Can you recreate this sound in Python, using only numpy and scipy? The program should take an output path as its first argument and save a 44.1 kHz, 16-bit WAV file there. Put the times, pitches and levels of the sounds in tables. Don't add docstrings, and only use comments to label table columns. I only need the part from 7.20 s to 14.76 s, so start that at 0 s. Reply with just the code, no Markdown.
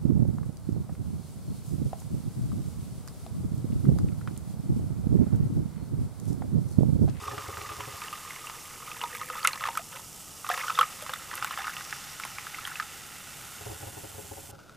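import sys
import numpy as np
from scipy import signal
from scipy.fft import rfft, irfft
from scipy.io import wavfile
from scipy.ndimage import uniform_filter1d

SR = 44100
rng = np.random.default_rng(int(sys.argv[2]) if len(sys.argv) > 2 else 0)


def dump_mix(stems):
    frames = np.atleast_2d(stems).T
    limited = np.clip(frames, -1, 1)
    pcm = np.round(limited * 32767).astype(np.int16)
    wavfile.write(sys.argv[1], SR, pcm)


N = 333396
TIME = np.arange(N) / SR
SIDE = np.array([[1], [-1]])


def gain_of(db):
    return 10 ** (np.asarray(db) / 20)


def unit_rms(x):
    return x / np.sqrt(np.mean(x ** 2) + 1e-20)


def follow(curve):
    return np.interp(TIME, *np.transpose(curve))


def add(mix, s, sound):
    part = mix[..., max(round(s * SR), 0):][..., :sound.shape[-1]]
    part += sound[..., :part.shape[-1]]


def coloured(x, points):
    hz, db = np.transpose(points)
    shape = np.interp(np.log(np.fft.rfftfreq(N, 1 / SR) + 1), np.log(hz), db)
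    return unit_rms(irfft(rfft(x) * gain_of(shape), N))


def resonate(x, hz, width_hz):
    turn = np.exp(2j * np.pi * np.cumsum(hz * np.ones(N)) / SR)
    decay = np.exp(-np.pi * width_hz / SR)
    return 2 * (turn * signal.lfilter([1 - decay], [1, -decay], x / turn + 1e-18)).real


def ring(x, modes):
    return sum(gain_of(db) * resonate(x, hz, width) for hz, width, db in modes)


def high_pass(x, hz):
    return signal.sosfilt(signal.butter(2, hz, "high", fs=SR, output="sos"), x)


def low_pass(x, hz, order=2):
    return signal.sosfilt(signal.butter(order, hz, fs=SR, output="sos"), x)


def clicks(per_s, spread_db):
    size = gain_of(spread_db * np.minimum(rng.exponential(1, N), 5))
    return size * rng.choice([-1, 1], N) * (rng.random(N) < per_s / SR)


def wander(length_s):
    width = max(round(length_s * SR), 1)
    return unit_rms(uniform_filter1d(uniform_filter1d(rng.standard_normal(N), width), width))


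# (frequency [Hz], level [dB])
ROOM_SPECTRUM = [(20, -17), (50, -14.5), (135, -8), (240, -15.5), (800, -21), (1500, -44), (15000, -47.5)]
def room_tone(level_db=-55, side_db=-6):
    mid, side = coloured(rng.standard_normal((2, N)), ROOM_SPECTRUM)
    return gain_of(level_db) * (mid + gain_of(side_db) * side * SIDE)


# (start [s], end [s])
HANDLING_BOUTS = [(0.0, 0.75), (6.38, 7.4)]
FIRM_KNOCKS = [0.077, 0.129, 0.17, 0.28, 0.374, 0.503, 0.585, 0.67, 6.459, 6.509, 6.625, 6.665, 6.765,
               6.833, 6.976, 7.11, 7.174]
def handling(firm_db=-36.5, light_db=-42.5, fade_db_per_s=6.5, gap_s=0.055):
    for start, end in HANDLING_BOUTS:
        for s in FIRM_KNOCKS:
            if start <= s < end:
                yield s, firm_db - fade_db_per_s * (s - start)
        for s in np.arange(start, end, gap_s):
            db = light_db - fade_db_per_s * (s - start)
            yield s + gap_s * rng.random() / 2, db + 2 * rng.standard_normal()


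# (frequency [Hz], width [Hz], level [dB])
RATTLE_RESONANCES = [(331, 45, 0.5), (417.4, 22, 9.5), (548, 26, 6.5), (720, 130, -0.5), (810, 41, -2)]
def knocks(thud_hz=92, thud_s=0.0089, rattle_s=0.0076, rattle_db=11):
    thuds, shakes, t = np.zeros(N), np.zeros((2, N)), np.arange(SR // 8) / SR
    thud_envelope = t / thud_s * np.exp(1 - t / thud_s)
    rattle_envelope = t / rattle_s * np.exp(1 - t / rattle_s)
    for s, db in handling():
        swing = np.sin(2 * np.pi * thud_hz * rng.uniform(0.89, 1.324) * t)
        add(thuds, s, gain_of(db) * thud_envelope * swing)
        add(shakes, s, gain_of(db) * rattle_envelope * rng.standard_normal((2, len(t))))
    left, right = low_pass(ring(shakes, RATTLE_RESONANCES), 1050, order=4)
    rattle = np.array([1.28 * left, right - 0.036 * left])
    return thuds * gain_of([[-1.6], [1.4]]) + gain_of(rattle_db) * rattle


# (time [s], level [dB])
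FOAM_LEVEL = [(0, -51.5), (.9, -47.5), (3.2, -47), (3.4, -45), (4.1, -47.5), (5.9, -48), (6.5, -46),
              (7.3, -48)]
# (frequency [Hz], level [dB])
FOAM_SPECTRUM = [(400, -29), (800, 3), (1900, -16.5), (2900, 0.5), (3900, -6.5), (5300, -2.5), (7500, 3.5),
                 (10000, 0.5), (13000, -2), (15000, -5)]
def foam(level_db=-0.34, wide_db=-13):
    bursts = unit_rms(clicks(per_s=7000, spread_db=3.1)) + .3 * rng.standard_normal(N)
    side = coloured(clicks(per_s=7000, spread_db=3), [(3000, -13), (8000, -4), (11000, -8), (13000, -4)])
    hiss = coloured(bursts, FOAM_SPECTRUM) * gain_of([[-1.1], [1.1]])
    return gain_of(follow(FOAM_LEVEL) + level_db) * (hiss + gain_of(wide_db) * side * SIDE)


SURGE_S = 0.019
# (time [s], pitch [Hz])
HOLLOW_PITCH = [(1, 1200), (3.3, 1307), (4.5, 1325), (7, 1430)]
# (time [s], rms bend [share of pitch])
SLOSH_DEPTH = [(3.6, .008), (4, 0.078), (5.9, 0.015)]
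def hollow_hz():
    return follow(HOLLOW_PITCH) * (1 + follow(SLOSH_DEPTH) * wander(SURGE_S))


# (time [s], level [dB])
CLEAR_RING_LEVEL = [(0, 17), (.95, 10.5), (1.3, 8.5), (5, -0.5)]
# (time [s], pitch [Hz])
LOW_RING_PITCH = [(2.5, 930), (4.3, 846)]
# (frequency [Hz], width [Hz], level [dB])
GLASS_RESONANCES = [(1970, 650, 5), (1883, 103, -3), (2720, 490, 4), (3527, 99, 5), (4950, 2100, -1)]
def glass(x, hollow_db, low_db=-1):
    hz = hollow_hz()
    hollow = resonate(x, hz, 330) + gain_of(follow(CLEAR_RING_LEVEL)) * resonate(x, hz, 67)
    low = gain_of(low_db) * resonate(x, follow(LOW_RING_PITCH), 77)
    return high_pass(gain_of(hollow_db) * (hollow + low) + ring(x, GLASS_RESONANCES), 740)


def bubble(hz, ring_s, rise):
    t = np.arange(SR // 16) / SR
    envelope = np.exp(-(t / ring_s) ** 1.5) * (1 - np.exp(-t / .0002))
    pitch = hz * (1 + np.tanh(rise * (t / ring_s) ** 3))
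    return envelope * np.sin(2 * np.pi * np.cumsum(pitch) / SR)


def patter(per_s=340, spread_db=1.9, sizes=24):
    voices = [bubble(hz, 5 / hz, rise=.03) for hz in np.geomspace(900, 3600, sizes)]
    swarm = sum(signal.oaconvolve(clicks(per_s / sizes, spread_db), voice)[:N] for voice in voices)
    return unit_rms(glass(swarm, hollow_db=2.5))


def splats(decay_s=0.0035, spray_db=-9, spray_hz=7500):
    t = np.arange(SR // 40) / SR
    envelope = signal.oaconvolve(abs(clicks(per_s=80, spread_db=1.5)), np.exp(-t / decay_s))[:N]
    bursts = envelope * rng.standard_normal(N)
    spray = resonate(high_pass(bursts, 3200), spray_hz, 2500)
    slaps = low_pass(glass(bursts, hollow_db=6), 5200)
    return unit_rms(slaps) + gain_of(spray_db) * unit_rms(spray)


# (time [s], level [dB])
FLOW_LEVEL = [(0, -48), (.9, -48.5), (1.55, -52), (1.98, -43.5), (2.47, -42), (2.65, -60), (2.76, -40),
              (2.86, -64), (3.23, -62), (3.32, -40), (3.56, -43.5), (3.72, -49.5), (4.07, -51.5),
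              (4.15, -43), (4.5, -43), (4.9, -61), (5.58, -45), (5.7, -65)]
# (time [s], pitch [Hz])
DEEP_PITCH = [(0, 440), (1.85, 476), (2.4, 541), (4, 520)]
# (time [s], level [dB])
DEEP_LEVEL = [(4, 1.5), (5, -24)]
def stream(surge_db=2.5, patter_db=-2, splat_db=-7, deep_db=-17, crackle_db=-10):
    pouring = TIME < FLOW_LEVEL[-1][0]
    surge = pouring * gain_of(follow(FLOW_LEVEL) + surge_db * wander(SURGE_S))
    deep_hz = follow(DEEP_PITCH)
    deep = unit_rms(resonate(resonate(clicks(per_s=300, spread_db=2), deep_hz, 90), deep_hz, 90))
    small_bubbles = patter()
    crackle = unit_rms(high_pass(clicks(per_s=110, spread_db=3), 8000))
    churn = gain_of(patter_db) * small_bubbles + gain_of(deep_db + follow(DEEP_LEVEL)) * deep
    surface = gain_of(splat_db) * splats() + gain_of(crackle_db) * crackle
    return surge * (churn + surface) + froth() * small_bubbles


# (time [s], level [dB])
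SIMMER_LEVEL = [(0, -49), (.9, -47), (1.55, -52.5), (2.3, -58), (2.65, -58), (3.2, -55.5), (3.4, -48),
                (4.95, -44.5), (5.5, -45.5), (6.4, -47), (7.3, -55.5)]
def simmer():
    bursts = clicks(per_s=2500, spread_db=0)
    return gain_of(follow(SIMMER_LEVEL)) * unit_rms(glass(bursts, hollow_db=9))


PLOP_CYCLES, PLOP_SPLASH_S, POP_SPLASH_S = 9.5, .0035, .0028
# (time [s], level [dB], pitch [Hz])
SURFACE_POPS = [(0.0768, -24, 1200), (0.18, -27, 1310), (0.371, -27.5, 1260), (0.818, -28.5, 2440),
                (0.882, -29.5, 2800), (1.298, -25.5, 1150), (1.95, -28.5, 2220), (2.013, -24, 1150),
                (2.1004, -25.5, 1250), (2.2803, -22.5, 1120), (2.357, -23, 1170), (2.421, -29, 1210),
                (2.4387, -19.5, 1810), (2.4725, -19.5, 1250), (2.5535, -26.5, 1420), (3.266, -24, 1250),
                (3.3765, -20, 1000), (3.4024, -26, 2000), (3.502, -21, 1110), (3.8636, -23.5, 1170),
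                (3.894, -23, 1200), (3.935, -23.5, 1310), (4.113, -26.5, 1780), (4.139, -23, 1380),
                (4.179, -27, 1500), (4.2251, -18, 1350), (4.246, -15.5, 1360), (4.309, -19.5, 1200),
                (4.375, -20.5, 1200), (4.443, -25, 1210), (4.4695, -22, 1290), (4.48, -21.5, 1360),
                (4.495, -25.5, 1500), (4.567, -25.5, 2720), (4.609, -27.5, 1530), (4.7266, -20.5, 1710),
                (4.999, -27, 1360), (5.036, -23, 2210), (5.051, -25, 900), (5.184, -24.5, 2340),
                (5.268, -26, 1500), (5.452, -24, 3180), (5.4738, -24, 1810), (5.5988, -18.5, 1630)]
# (time [s], level [dB], pitch [Hz])
AIR_PLOPS = [(0.492, -30, 1173), (0.9274, -28.5, 1177), (1.1064, -30.5, 2050), (1.16, -36, 2130),
             (1.27, -32.5, 2700), (1.716, -32, 2510), (1.814, -25, 2810), (2.101, -35, 513),
             (2.23, -28.5, 4470), (2.249, -10, 1323), (2.273, -16, 2040), (2.273, -15.5, 2700),
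             (2.332, -23.5, 4240), (2.408, -30.5, 1250), (2.4538, -23.5, 1143), (2.5728, -20, 1276),
             (2.593, -31.5, 674), (3.245, -30.5, 1160), (3.29, -21, 1170), (3.3139, -22.5, 1720),
             (3.4125, -26.5, 2070), (3.435, -26, 1183), (3.4816, -21.5, 1405), (3.4976, -22, 1270),
             (3.5526, -29, 3500), (3.5767, -25, 1280), (3.589, -8.5, 1133), (3.591, -32.5, 492),
             (3.611, -9.5, 1296), (3.629, -18.5, 1180), (3.824, -30, 587), (3.895, -33, 547),
             (3.937, -24.5, 3530), (5.3444, -28.5, 2080), (5.385, -30.5, 1287), (5.556, -28, 2570),
             (5.6, -28, 1230), (5.624, -33, 1300)]
def large_bubbles(pop_ring_s=.0022, satellite_db=-10, linger_db=-14, deep_db=-2):
    tones, splashes, t = glugs(), np.zeros(N), np.arange(SR // 25) / SR
    plops = [(s, db, hz, PLOP_CYCLES / hz, -13.5, PLOP_SPLASH_S) for s, db, hz in AIR_PLOPS]
    pops = [(s, db, hz, pop_ring_s, -11.5, POP_SPLASH_S) for s, db, hz in SURFACE_POPS + DEEP_GLUGS]
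    for s, db, hz, ring_s, splash_db, splash_s in plops + pops:
        add(tones, s, gain_of(db) * bubble(hz, ring_s, rise=0.0313))
        add(splashes, s, gain_of(db + splash_db) * np.exp(-t / splash_s) * rng.standard_normal(len(t)))
    for s, db, _ in AIR_PLOPS:
        delay_s, small_hz = rng.uniform([0, 1900], [PLOP_SPLASH_S, 3300])
        satellite = bubble(small_hz, 1.3 * PLOP_CYCLES / small_hz, rise=0.13)
        add(tones, s + delay_s, gain_of(db + satellite_db) * satellite)
    linger = gain_of(linger_db) * resonate(tones, hollow_hz(), 82)
    deep = gain_of(deep_db + follow(DEEP_LEVEL)) * resonate(tones + 2 * splashes, follow(DEEP_PITCH), 36)
    splash_ring = low_pass(glass(splashes, hollow_db=14.5), 4870)
    return high_pass(tones + linger + splash_ring, 670) + deep


def froth(decay_s=0.018, level_db=-36.5):
    out, t = np.zeros(N), np.arange(SR // 8) / SR
    for s, db, _ in AIR_PLOPS + SURFACE_POPS + DEEP_GLUGS:
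        add(out, s, gain_of(db / 2 + level_db) * np.exp(-t / decay_s))
    return out


# (time [s], level [dB], pitch [Hz])
DEEP_GLUGS = [(0.6054, -25, 988), (1.8375, -18, 948), (2.4865, -18, 923), (3.3006, -14, 719),
              (4.389, -26.5, 788)]
def glugs(tail_db=-10.5, tail_cycles=21, roughness=0.26):
    out, t = np.zeros(N), np.arange(SR // 8) / SR
    for s, db, hz in DEEP_GLUGS:
        wobble, bend = (roughness * wander(2 / hz)[:len(t)] for _ in range(2))
        envelope = np.exp(-t * hz / tail_cycles) * (1 - np.exp(-t * hz))
        add(out, s, gain_of(db + tail_db) * envelope * (1 + wobble) * np.sin(2 * np.pi * hz * t + bend))
    return out


# (time [s], level [dB])
DROP_TICKS = [(2.247, -19), (2.2732, -8.5), (2.5741, -21), (3.2905, -22.5), (3.377, -24.5), (3.444, -37),
              (3.5895, -18.5), (3.61, -22.5), (3.8235, -26), (3.9375, -25), (4.1543, -22), (4.2454, -19),
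              (4.9985, -27), (5.051, -26.5), (5.4732, -25)]
def drop_ticks(level_db=6, rise_s=.00036, edge_hz=3000, edge_hz_per_db=200):
    out, t = np.zeros(N), np.arange(SR // 50) / SR
    for s, db in DROP_TICKS:
        crack = t / rise_s * np.exp(1 - t / rise_s) * rng.standard_normal(len(t))
        cutoff_hz = edge_hz - edge_hz_per_db * db
        add(out, s, gain_of(db) * high_pass(high_pass(crack, cutoff_hz), cutoff_hz))
    return gain_of(level_db) * low_pass(out, 9600)


# (time [s], level [dB])
PRICKLE_LEVEL = [(3.2, -55), (3.35, -44), (4, -63), (4.7, -48), (6.5, -79)]
def prickle(hz=5500, width_hz=1300):
    bursts = high_pass(clicks(per_s=900, spread_db=2.6), 3500)
    return gain_of(follow(PRICKLE_LEVEL)) * unit_rms(resonate(bursts, hz, width_hz))


# (time [s], level [dB])
DISTANT_SPLASHES = [(7.39, -41), (7.495, -40)]
def faint_pour(patter_db=-62, hiss_db=-64, hollow_db=-59, spray_db=-2, splash_hz=1320):
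    drips = clicks(per_s=700, spread_db=1.5)
    hiss = coloured(rng.standard_normal(N), [(6000, -2), (15000, -12)])
    hz = follow(HOLLOW_PITCH)
    hollow = unit_rms(resonate(resonate(drips, hz, 300), hz, 300))
    splashes, t = np.zeros(N), np.arange(SR // 16) / SR
    tone = bubble(splash_hz, PLOP_CYCLES / splash_hz / 2, rise=0)
    for s, db in DISTANT_SPLASHES:
        burst = np.exp(-t / POP_SPLASH_S) * rng.standard_normal(len(t))
        spray = low_pass(high_pass(burst, 1500), 5500)
        add(splashes, s, gain_of(db) * (tone + gain_of(spray_db) * spray))
    light_patter = gain_of(patter_db) * unit_rms(glass(drips, hollow_db=-7))
    return light_patter + gain_of(hollow_db) * hollow + gain_of(hiss_db) * hiss + splashes


def reflections(x, t60_s=0.074, delay_s=.003, mid_db=-14, wide_db=-23):
    t = np.arange(SR // 3) / SR
    taps = rng.standard_normal((2, len(t))) * gain_of(-60 * t / t60_s) * (t > delay_s)
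    taps /= np.linalg.norm(taps[0])
    mid, side = signal.fftconvolve(low_pass(x, 13000)[None], taps, axes=1)[:, :N]
    return gain_of(mid_db) * mid + gain_of(wide_db) * side * SIDE


def scene(cut_s=7.313):
    liquid = large_bubbles() + drop_ticks() + stream() + simmer()
    near = liquid * gain_of([[-.6], [.6]]) + reflections(liquid) + foam() + prickle()
    return np.where(TIME < cut_s, near, faint_pour()) + knocks() + room_tone()


def record(dry):
    rounded = .5 * np.tanh(dry / .5)
    band_limit = signal.firwin(511, 15200, window=("kaiser", 9), fs=SR)
    return signal.oaconvolve(rounded, band_limit[None], "same")


dry = scene()
out = record(dry)
dump_mix(out)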